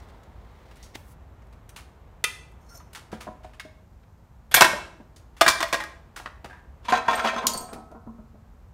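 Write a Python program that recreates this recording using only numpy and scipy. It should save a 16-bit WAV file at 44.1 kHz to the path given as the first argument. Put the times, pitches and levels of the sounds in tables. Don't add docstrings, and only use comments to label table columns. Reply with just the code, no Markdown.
import sys
import numpy as np
from scipy import signal
from scipy.fft import rfft, irfft, next_fast_len
from scipy.io import wavfile
from scipy.ndimage import map_coordinates

SR = 44100
rng = np.random.default_rng(int(sys.argv[2]) if len(sys.argv) > 2 else 0)


def decibels_to_gain(level_db):
    exponent = np.asarray(level_db, float) / 20
    return 10 ** exponent


def generate_wav(signal):
    frames = np.transpose(np.atleast_2d(signal))
    scaled = np.clip(frames, -1, 1) * 32767
    pcm = np.round(scaled).astype(np.int16)
    wavfile.write(sys.argv[1], SR, pcm)


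N = 384993

# pitch in Hz, level in dB, decay t60 in seconds.
SHIELD_MODES = [(227, 12.5, 0.23), (467.6, -7, 0.66), (653, -16, 0.43), (732, 4, 1), (940, -6, 0.3),
                (1040, 9.5, 0.55), (1065, -5, 0.71), (1355, -2.5, 0.2), (1570, 0, 0.3), (1828, 5.5, 0.3),
                (2330, -3.5, 1), (2580, 0.5, 0.19), (3360, 3, .15), (4000, 1.5, 0.19)]
# start in seconds, level in dB, pitch in Hz, chatter t60 in
# seconds.
SHIELD_LANDINGS = [
    (6.921, -12, 773, 0.12),
    (7.08, -12.5, 947, 0.077),
    (7.243, -22, 985, 0.11),
    (7.36, -23, 738, 0.11),
]
# start in seconds, level in dB, pitch in Hz, chatter t60 in seconds.
SHIELD_ROCKS = [
    (7.436, -23.5, 1000, 0.27),
    (7.55, -37, 960, 0.2),
    (7.6, -41, 732, 0.32),
    (7.715, -32.5, 660, 0.065),
    (7.754, -40, 759, 0.26),
    (7.91, -40, 662, 0.1),
    (7.944, -34.5, 750, 0.094),
    (8.064, -49, 984, 0.2),
    (8.181, -49.5, 660, 0.13),
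    (8.337, -55, 635, 0.09),
]


def unit(x):
    return x / np.sqrt(np.mean(x ** 2) + 1e-20)


def along(points, hz):
    f, v = np.transpose(points)
    return np.interp(np.log(hz + 1), np.log(f + 1), v)


def fader(rows):
    s, db = np.transpose(rows)
    return decibels_to_gain(np.interp(np.arange(N) / SR, s, db, left=-120, right=-120))


def wobble(rate):
    knots = rng.standard_normal(int(N * rate / SR) + 4)
    return map_coordinates(knots, [np.arange(N) * rate / SR])


def filtered(x, response):
    m = next_fast_len(N + SR // 2)
    return irfft(rfft(x, m) * response(np.fft.rfftfreq(m, 1 / SR)), m)[..., :N]


def noise(spectrum, rough_db=0, rate=300):
    grains = rng.standard_normal(N) * decibels_to_gain(rough_db * wobble(rate))
    return unit(filtered(grains, lambda hz: decibels_to_gain(along(spectrum, hz))))


def resonance(f, hz, width_hz):
    return 1j * f * np.sqrt(width_hz) * 30 / (hz * hz - f * f + 1j * f * width_hz)


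def light(events, crack_db, share):
    return [(s, db, 0, thud, crack_db + share * sizzle, sizzle, t60) for s, db, thud, sizzle, t60 in events]


def heavy(events, thud_db, weight, fall_db):
    return [(s, db - 4.5, hz, thud_db - weight * db + 8.5, crack + 4, crack + fall_db, t60)
            for s, db, hz, t60, crack in events]


def alike(events, crack_db):
    return [(*row, crack_db) for row in events]


def struck(events, modes, ring_db, damping, longest, push_db, attack):
    split, twin_gain = 0.015, 0.76
    size, lead = 2 ** 15, 256
    grid_hz = np.fft.rfftfreq(size, 1 / SR)
    t = np.arange(size // 2) / SR
    out = np.zeros(N + size)
    mode_hz = np.transpose(modes)[0]
    bank = np.array([decibels_to_gain(0.55 * db) * resonance(grid_hz, hz, 2.2 * damping / min(t60, longest))
                     for hz, db, t60 in modes])
    jolt = np.exp(-2j * np.pi * grid_hz * (lead / SR + attack))
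    for s, db, hz, thud_db, crack_db, sizzle_db, t60 in events:
        grit = decibels_to_gain(2.5 * np.repeat(rng.standard_normal(len(t) // 64), 64))
        decay = decibels_to_gain(-60 * t / max(t60, 0.003)) * (1 - np.exp(-t / attack))
        chatter = grit * rng.standard_normal(len(t)) * decay
        direct = rfft(np.pad(chatter, (lead, 0)), size)
        colour = [(70, thud_db + push_db), (330, thud_db + 2), (750, 0.35 * thud_db), (1300, 0.00807),
                  (2600, 0.53 * crack_db), (4200, crack_db), (9500, sizzle_db), (14000, sizzle_db - 8.5)]

        near_db = 7 * np.exp(-(np.log(mode_hz / (hz + 1)) / 0.24) ** 2) - 2
        strengths = decibels_to_gain(ring_db + near_db + 1.5 * rng.standard_normal(len(modes)))
        strengths = strengths * (-1) ** np.arange(len(modes))
        clang = 1 + (hz > 0) * 1.2 * resonance(grid_hz, hz + 1, 0.058 * hz + 1)

        grip = grid_hz * (1 + 0.005 * rng.standard_normal())
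        body = np.interp(grip, grid_hz, strengths @ bank)
        twin_hz = grip * (1 + split * rng.uniform(-1, 1))
        twin_strengths = strengths * rng.standard_normal(len(modes))
        twin = twin_gain * np.interp(twin_hz, grid_hz, twin_strengths @ bank)
        push = 0.7 * np.linalg.norm(chatter) * jolt + 0.6 * direct

        level = decibels_to_gain(db + 8.5 + along(colour, grid_hz))
        out[round(s * SR):][:size] += irfft(level * (clang * direct + (body + twin) * push), size)
    return out[lead:N + lead]


def air():
    # time in seconds, level in dB.
    airflow = [(0, -55), (1.9, -59), (3.3, -57.5), (3.9, -63), (6, -61), (6.6, -59.5), (7.95, -63),
               (8.73, -62)]
    # frequency in Hz, density in dB per Hz.
    rumble_colour = [(13, -49), (22, -31), (41, -5), (59, 0.5), (127, -11), (200, -16.5), (260, -20.5),
                     (400, -100)]
    rush_colour = [(88, -35.5), (150, -10.5), (220, -7), (286, -2.5), (920, -4), (4000, -27), (5200, -48.5),
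                   (8800, -120)]
    hiss_colour = [(1500, -32), (2500, -19), (4000, 2), (7000, 2), (10500, -5.5), (13500, -0.5),
                   (16000, -8)]
    flow = fader(airflow)
    rumble = decibels_to_gain(-32) * flow ** 0.3 * noise(rumble_colour, rough_db=-0.2, rate=1.6)
    rush = flow * noise(rush_colour, rough_db=0.5, rate=3.6)
    return rumble + rush + decibels_to_gain(-76.5) * noise(hiss_colour)


def cloth():
    # time in seconds, level in dB.
    sleeve_moves = [(0.0, -58), (0.354, -67), (0.82, -55.5), (0.936, -65), (0.954, -34.5), (1.0, -88),
                    (1.125, -63), (1.15, -70)]
    glove_moves = [(0.96, -59), (1.04, -69), (1.09, -61), (1.125, -60.5), (1.15, -76)]
    # frequency in Hz, density in dB per Hz.
    sleeve_colour = [(880, -50), (1500, -6), (2080, 2), (2410, -7), (3620, -5), (6000, -13.5),
                     (12100, -22.5), (16000, -19)]
    glove_colour = [(2000, -29.5), (5000, -5), (9000, 0), (14000, -1), (16000, -1)]
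    sleeve = fader(sleeve_moves) * decibels_to_gain(-5.5) * noise(sleeve_colour, rough_db=-1.5, rate=93)
    return sleeve + fader(glove_moves) * noise(glove_colour, rough_db=-0.5, rate=60)


def slide():
    # time in seconds, level in dB.
    sliding = [(2.606, -75), (2.612, -73), (2.63, -74), (2.651, -70), (2.68, -64), (2.695, -50),
               (2.73, -57), (2.744, -50.5), (2.79, -60)]
    # pitch in Hz, width in Hz, level in dB.
    jingle = [(674, 58, 3), (1070, 73, 2), (1390, 25, -3), (4330, 23, -12.5), (5500, 73, -19.5),
              (5300, 45, -8.5), (5710, 61, -12.5), (6140, 84, -10), (6300, 45, -11), (6870, 84, -15.5),
              (8450, 29, -24.5), (8900, 92, -22), (9240, 34, -22.5), (11900, 89, -15.5)]
    slips = fader(sliding) * unit(rng.standard_normal(N) * decibels_to_gain(3.6 * wobble(120)))
    hz, width_hz, db = np.transpose(jingle)[:, :, None]
    caught = slips * decibels_to_gain(7 * np.array([wobble(22) for _ in jingle]))

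    def modes(f):
        return decibels_to_gain(3 + 0.34 * db) * 1j * f * width_hz / (hz * hz - f * f + 1j * f * width_hz)

    sing = filtered(caught, modes).sum(0)
    scrape = filtered(slips, lambda f: 0.21 * f / (f + 900) / (1 + f / 5000))
    return decibels_to_gain(11) * (sing + scrape)


def drag():
    # time in seconds, level in dB.
    pressure = [(6.83, -50), (6.89, -31), (6.985, -34), (7.005, -59), (7.07, -43.5), (7.09, -22.5),
                (7.3, -28), (7.55, -28.5), (7.85, -65)]
    # frequency in Hz, density in dB per Hz.
    grit_colour = [(88, -46.5), (222, -2.5), (328, -4.5), (649, 5.5), (1800, -7.5), (2400, -9),
                   (13700, -39), (16000, -62.5)]
    scrape = fader(pressure)
    grit = scrape * decibels_to_gain(-5 - 32 * np.abs(np.arange(N) / SR - pressure[1][0]))
    grains = noise(grit_colour, rough_db=5.5, rate=61)
    low = unit(filtered(grains, lambda f: 1 / (1 + (f / 2700) ** 4)))
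    high = unit(filtered(grains, lambda f: 1 - 1 / (1 + (f / 2700) ** 4)))

    def sheet(f):
        modes = sum((-1) ** k * resonance(f, hz, 4 / min(t60, 0.8))
                    for k, (hz, _, t60) in enumerate(SHIELD_MODES))
        return 0.62 + decibels_to_gain(-15.5) * modes

    return decibels_to_gain(-5.5) * filtered(scrape * low, sheet) + filtered(grit * high, sheet)


def hum():
    # pitch in Hz, level in dB, decay t60 in seconds.
    free_modes = [(475.5, -7, 0.61), (660, 3.5, 1), (730.5, -3, 1.3), (814, -5, 1.2), (924, -11, .7),
                  (978, -2, 0.53), (1073, -9, 0.59), (1110, -2.5, 1.6), (1210, -6, 1.1), (1290, 0.5, 1.1),
                  (1393, -0.5, 0.23), (1520, -8.5, .6)]
    s, db = np.transpose(SHIELD_LANDINGS + SHIELD_ROCKS)[:2]
    shakes = np.bincount(np.round(s * SR).astype(int), decibels_to_gain(db), N)

    def ringing(f):
        return sum((-1) ** k * decibels_to_gain(level) * resonance(f, hz, 1.77 / t60)
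                   for k, (hz, level, t60) in enumerate(free_modes))

    return decibels_to_gain(18.5) * filtered(shakes, ringing)


def hops():
    # start in seconds, level in dB, favoured tone in Hz, tick in dB, life as a share of its free ring.
    ring_hops = [
        (5.68, -50, 13330, -6, .6),
        (7.154, -34, 8430, -7, .22),
        (7.156, -37, 13330, -10, .25),
        (7.535, -30, 4550, 4, 0.36),
        (7.537, -34, 9900, -3, .4),
        (7.575, -31, 8430, 8, .4),
        (7.607, -41.5, 13330, -4, 0.61),
        (7.609, -44.5, 8430, -6, 0.95),
    ]
    # pitch in Hz, level in dB, decay t60 in seconds.
    ring_tones = [(4490, -1.5, .37), (4600, -1, 0.17), (6589, 1, .2), (7262, 4, .25), (8460, 4, 0.27),
                  (9350, -3, .3), (9900, 0, .15), (13330, -3, 0.25), (13870, -6, .18)]
    out, t = np.zeros(N + SR), np.arange(SR // 2) / SR
    hz, level_db, t60 = np.transpose(ring_tones)[:, :, None]
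    for s, db, tone_hz, tick_db, life in ring_hops:
        octaves_off = np.log2(hz / tone_hz)
        picked_db = level_db + 14.5 * (np.exp(-(octaves_off / 0.15) ** 2) - 1)
        tones = (decibels_to_gain(picked_db - 60 * t / (t60 * life)) * np.sin(2 * np.pi * hz * t)).sum(0)
        tick = decibels_to_gain(tick_db - 60 * t / 0.025) * np.diff(rng.standard_normal(len(t) + 1)) / 2
        out[round(s * SR):][:len(t)] += decibels_to_gain(db) * (tones + tick) * (1 - np.exp(-t / 0.0005))
    return out[:N]


def shield_rattle():
    # start in seconds, level in dB, pitch in Hz, chatter t60 in seconds.
    rattles = [(6.849, -40, 1070, 0.12), (6.882, -19.5, 930, 0.12), (6.934, -16, 970, 0.086),
               (6.95, -19.5, 3360, 0.093), (6.972, -17.5, 1010, 0.064), (7.092, -15.5, 1040, 0.029),
               (7.107, -27.5, 640, 0.55), (7.129, -16.5, 853, 0.049), (7.175, -23.5, 1390, 0.062),
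               (7.192, -16.5, 1560, 0.08), (7.258, -19.5, 1040, 0.16), (7.271, -16.5, 3200, 0.12),
               (7.281, -20, 1040, 0.098), (7.295, -25, 2400, 0.085), (7.34, -31.5, 970, 0.19),
               (7.377, -24, 3600, 0.11)]
    # pitch in Hz, level in dB, decay t60 in
    # seconds.
    rim_modes = [(4616, -5.5, .08), (5200, 1, 0.0786), (6240, 18, .08), (6800, 12, .07), (8100, 5, .07),
                 (9200, 0, .07), (11400, -4, .06)]
    lying_ring_modes = [(3770, -1, 0.081), (4468, -14.5, .1), (5170, -1.5, 0.06), (5700, -5.5, 0.082),
                        (6440, 13.5, 0.02), (6860, 8, 0.045), (7849, 7, 0.14), (8650, 1.5, 0.055),
                        (9340, -15, 0.059), (11570, -6, .06), (13500, 8, 0.05), (14560, -3, .07)]
    # start in seconds, level in dB, thud in dB, sizzle in dB, chatter t60 in seconds.
    ping_events = [
        (7.468, -33, -17.5, 14.4, 0.035),
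        (7.476, -45, -16.5, 7.8, 0.12),
    ]
    bumps = heavy(alike(rattles, crack_db=-17), thud_db=-29, weight=0.1, fall_db=-12.5)
    landings = heavy(alike(SHIELD_LANDINGS, crack_db=-22), thud_db=-12.5, weight=0, fall_db=-11)
    rocks = heavy(alike(SHIELD_ROCKS, crack_db=-57), thud_db=-30.5, weight=0.79, fall_db=6.5)
    pings = light(ping_events, crack_db=7.5, share=0.7)
    clatter = struck(bumps + landings, SHIELD_MODES + rim_modes,
                     ring_db=-4.5, damping=1.1, longest=0.17, push_db=-10, attack=0.002408)
    rocking = struck(rocks, SHIELD_MODES[:8],
                     ring_db=-7, damping=1, longest=0.197, push_db=1, attack=0.0066)
    pinging = struck(pings, lying_ring_modes,
                     ring_db=0, damping=2.1, longest=0.15, push_db=-13, attack=0.000549)
    return clatter + rocking + pinging


def boots():
    # start in seconds, level in dB, pitch in Hz, chatter t60 in seconds, crack in dB over the level.
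    knocks = [
        (3.128, -39, 225, 0.13, -14.5),
        (3.13, -37, 647, 0.059, -27),
        (3.268, -37.5, 732, 0.12, -42),
        (3.275, -34, 1040, 0.072, -37),
        (3.444, -35, 299, 0.028, -16.5),
        (3.447, -45.5, 930, 0.025, -13),
        (3.649, -46, 631, 0.069, -9.5),
        (5.0, -48.5, 577, 0.076, -21),
    ]
    # start in seconds, level in dB, pitch in Hz, chatter t60 in seconds.
    nudges = [
        (2.798, -44.5, 1230, 0.11),
        (6.198, -33, 730, 0.067),
        (6.497, -41, 1620, 0.17),
        (6.528, -45.5, 1761, 0.37),
    ]
    # pitch in Hz, level in dB, decay t60 in seconds.
    pinned_modes = [(225, -1.5, 0.064), (477, -52, 5.0), (732, -5, 0.3), (625, -10.5, 0.26),
                    (730, -28, 0.19), (983, -14, 0.33), (1620, -22, 0.21)]
    events = heavy(knocks, thud_db=-5.5, weight=0.069, fall_db=-6)
    events += heavy(alike(nudges, crack_db=-22.5), thud_db=-40, weight=0.069, fall_db=-4.5)
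    return struck(events, pinned_modes,
                  ring_db=7.5, damping=2.4, longest=0.25, push_db=-10, attack=0.00182)


def tinks():
    # start in seconds, level in dB, thud in dB, sizzle in dB, chatter t60 in seconds.
    touches = [
        (0.002, -55.5, -16, 4.5, 0.0052),
        (.234, -48.5, -13, -10.5, 0.016),
        (0.827, -60, -3, 2.5, 0.2),
        (5.161, -54.5, 5, -5.5, 0.15),
    ]
    # pitch in Hz, level in dB, decay t60 in seconds.
    part_modes = [(4590, -4.5, 0.12), (5140, -4, .1), (5630, 15, 0.11), (6100, 9, .1), (6570, 11, .1),
                  (7400, 1.5, .1), (8100, 1, 0.11), (10000, -9, .1), (12330, -2, .1), (14200, -2, .1)]
    return struck(light(touches, crack_db=5, share=1), part_modes,
                  ring_db=-6, damping=2.2, longest=0.3, push_db=3.5, attack=0.00062)


def crunch():
    # start in seconds, level in dB, thud in dB, sizzle in dB over the body, chatter t60 in seconds.
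    crunches = [(0.085, -53.5, -6, -17, 0.12), (0.71, -44, -19, -23, 0.06), (0.757, -51, -16, -8, 0.03),
                (0.768, -47, -16, -6, 0.032), (1.468, -64, -20, -4, 0.028), (0.946, -52, -5, -11, 0.037),
                (0.954, -28, 2, -18, 0.022), (1.419, -53, -18, -24, 0.067), (1.525, -51.5, -9, -18, 0.085),
                (1.691, -45, -23, -1.5, 0.048), (1.761, -36.5, -15, -13, 0.17),
                (2.93, -47, -51, -3.5, 0.067), (2.948, -35, -22, -15, 0.19),
                (3.205, -37.5, -14, -13.5, 0.17), (3.533, -48.5, -33, -22, 0.15),
                (3.596, -25.5, -62, -24, 0.076), (3.116, -43.5, -19, -18, 0.29),
                (4.031, -50.5, -19, -33, 0.055), (5.366, -47.5, -14, -15, 0.29),
                (6.161, -36, -7, -13.5, 0.21), (6.258, -24.5, -12, -37, 0.072),
                (6.443, -36.5, 5, -21.5, 0.14), (7.73, -40, 9, -9, 0.093), (3.432, -50, -26, -21, 0.31),
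                (7.912, -63, -16, -6, .1), (2.515, -76, -14, 8, .06)]
    # pitch in Hz, level in dB, decay t60 in seconds.
    punch_modes = [(1400, -11.5, .15), (2026, 0, 0.06), (2200, 22, 0.1), (2400, 5, 0.085), (2674, 6, 0.2),
                   (3000, -9, 0.08), (3560, -1, 0.07), (5200, -30, 0.16), (6240, -11, .06),
                   (6770, -20, 0.25), (9074, -0.5, 0.17), (9000, -7, .06), (11260, -16, 0.098)]
    return struck(light(crunches, crack_db=-3, share=0.43), punch_modes,
                  ring_db=-27, damping=0.87, longest=0.35, push_db=-8.5, attack=0.0016)


def drops():
    # start in seconds, level in dB, pitch in Hz, chatter t60 in seconds, crack in dB over the level.
    bounces = [(4.571, -10.5, 680, 0.09, -13.5), (4.731, -18, 580, 0.054, -28),
               (5.410, -6.5, 1250, 0.036, -8), (5.413, -3.5, 690, 0.047, -10),
               (5.463, -6.5, 1620, 0.075, -18), (5.479, -9.5, 1040, 0.09, -4), (5.5, -32, 1620, 0.058, 12),
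               (5.604, -18, 980, 0.088, -10.5), (5.627, -12.5, 600, 0.059, -10.5),
               (5.727, -15, 577, 0.1, -10.5), (5.742, -9, 572, 0.042, -14.5),
               (5.801, -24.5, 2024, 0.11, -16.5), (5.837, -31, 1620, 0.048, -7.5)]
    # pitch in Hz, level in dB, decay t60 in seconds.
    tool_modes = [(662, 1.5, 0.07), (1230, -7, 0.093), (2356, -3, 0.22), (3570, -4.5, 0.0725),
                  (3526, -12.5, 0.078), (325, 1, 0.26), (1050, -11.5, 0.57), (1620, 0, 0.31),
                  (1895, -4.5, 0.25), (2080, -17.5, 0.47), (3382, -26, 0.15), (5250, -13, 0.12),
                  (7200, -21, 0.25), (8300, -27, 0.1)]
    return struck(heavy(bounces, thud_db=-21, weight=0.078, fall_db=-5), tool_modes,
                  ring_db=-2, damping=0.79, longest=0.12, push_db=-3.5, attack=0.00064)


def notes():
    # start in seconds, level in dB, pitch in Hz, decay t60 in seconds.
    clear_notes = [(2.241, -23.5, 3600, 0.076), (2.24, -28, 3200, 0.07), (2.242, -28, 1250, 0.13),
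                   (3.128, -44, 1600, 0.12), (3.269, -31, 731, 0.16), (3.27, -44, 344, 0.16),
                   (4.545, -36.5, 120, 0.077), (4.572, -19.5, 1040, .1), (4.61, -17.5, 339, 0.26),
                   (4.61, -16, 996, 0.19), (4.61, -18.5, 1615, .15), (4.732, -27, 590, 0.098),
                   (4.732, -34, 205, 0.11), (4.734, -30.5, 990, .15), (5.464, -20, 1618, 0.25),
                   (5.8, -33.5, 850, 0.19)]
    out, t = np.zeros(N + SR), np.arange(SR // 2) / SR
    for s, db, hz, t60 in clear_notes:
        tone = decibels_to_gain(db - 60 * t / t60) * np.sin(2 * np.pi * hz * t)
        out[round(s * SR):][:len(t)] += tone * (1 - np.exp(-t / 0.0011))
    return out[:N]


def taps():
    # start in seconds, level in dB, pitch in Hz, chatter t60 in seconds, crack in dB over the level.
    tap_events = [
        (2.240, -11.5, 2513, 0.025, -7),
        (2.2415, -16.5, 3660, 0.024, -8),
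        (2.272, -43.5, 1300, .06, -16.5),
    ]
    # pitch in Hz, level in dB, decay t60 in seconds.
    seated_modes = [(1440, -18.5, .1), (2005, -2.5, 0.064), (2417, -3.5, 0.091), (2680, -8.5, 0.23),
                    (3200, -1.5, 0.09), (3450, -2, .09), (4630, -5.5, .08), (5150, -11, .08),
                    (6230, -8.5, .1), (6680, -4, .1), (9080, -22, .06), (9340, 1.5, .07), (10060, -6, .08),
                    (10900, -1.5, .07)]
    return struck(heavy(tap_events, thud_db=-16, weight=0, fall_db=2), seated_modes,
                  ring_db=0.5, damping=1.5, longest=0.24, push_db=-9, attack=0.000817)


def blows():
    # start in seconds, level in dB, thud in dB, sizzle in dB, chatter t60 in seconds.
    strikes = [
        (4.512, -39.5, -12.5, -16.5, 0.4),
        (4.541, -11.5, -22, -3, 0.09),
        (4.561, -23.5, -12.5, -13.5, 0.064),
    ]
    # start in seconds, level in dB, pitch in Hz, chatter t60 in seconds,
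    # crack in dB over the level.
    blow_events = [
        (4.608, -3, 1150, 0.07, -9),
        (4.619, -4, 1560, 0.063, -11),
        (4.643, -7, 1615, 0.05, -11.5),
    ]
    jolt_events = [
        (4.514, -36.5, 700, 0.34, -4),
        (4.541, -10, 1650, 0.02, -13.5),
        (4.546, -3.5, 2050, 0.027, -12.5),
        (4.564, -16, 3430, .05, -1.5),
        (4.575, -14, 2200, 0.032, -10),
    ]
    # pitch in Hz, level in dB, decay t60 in seconds.
    hammer_modes = [(1620, -10, 0.044), (2352, -8, 0.11), (3430, -9, 0.089), (4340, -14, 0.11),
                    (5950, -9, 0.06), (8924, -14, 0.11), (9550, -4.5, 0.036), (11400, 0.5, 0.066),
                    (12330, -0.5, .04), (14000, 5.5, 0.048), (14200, 0.5, 0.063), (15200, 4.5, .1)]
    hub_modes = [(340, -7, 0.15), (651, -9.5, 0.27), (917, -9.5, .1), (1040, -5, .3), (1377, -9, .16),
                 (1560, -4, 0.14), (1830, -5.5, 0.14), (2200, -3.5, 0.15), (2649, -1.5, 0.2),
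                 (3200, -9.5, 0.2), (3470, -7.5, 0.18), (4090, -9, 0.18), (5040, -14, 0.2),
                 (5760, -8.5, 0.34)]
    strike = struck(light(strikes, crack_db=-6, share=0.01), hammer_modes,
                    ring_db=4.5, damping=0.86, longest=0.3, push_db=11, attack=0.0014)
    clangs = struck(heavy(blow_events, thud_db=-14, weight=0.018, fall_db=-2.5), hub_modes,
                    ring_db=-4.5, damping=1.7, longest=0.45, push_db=-9, attack=0.0008)
    jolts = struck(heavy(jolt_events, thud_db=-17, weight=0, fall_db=-13), hub_modes[1:],
                   ring_db=-5, damping=0.69, longest=0.3, push_db=3.5, attack=0.00071)
    return strike + clangs + jolts


def garage(x):
    # frequency in Hz, reverberation t60 in seconds.
    room_decay = [(150, 0.81), (1000, 0.52), (4000, 0.48), (9000, 0.43), (15500, 0.27)]
    hz, t, z = signal.stft(rng.standard_normal(SR), SR, nperseg=256)
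    dying = z * decibels_to_gain(-60 * t / along(room_decay, hz)[:, None])
    tail = signal.istft(dying, SR, nperseg=256)[1]
    return signal.fftconvolve(np.pad(x, (250, 0)), tail / np.linalg.norm(tail))[:N]


def scene():
    punch_and_hub = taps() + tinks() + crunch() + blows() + drops()
    shield = boots() + shield_rattle()
    ringing = hops() + hum() + notes()
    metal = punch_and_hub + shield + ringing + slide() + drag()
    return (metal + decibels_to_gain(-10) * garage(metal) + air() + cloth())[None]


def low_pass(x):
    return signal.sosfilt(signal.butter(12, 16780, fs=SR, output="sos"), x)


def record(dry):
    banded = filtered(dry, lambda hz: 1 / (1 + (hz / 15800) ** 120))
    clipped = banded / (1 + np.abs(banded / 1.02) ** 8) ** (1 / 8)
    return low_pass(clipped)


dry = scene()
out = record(dry)
generate_wav(out)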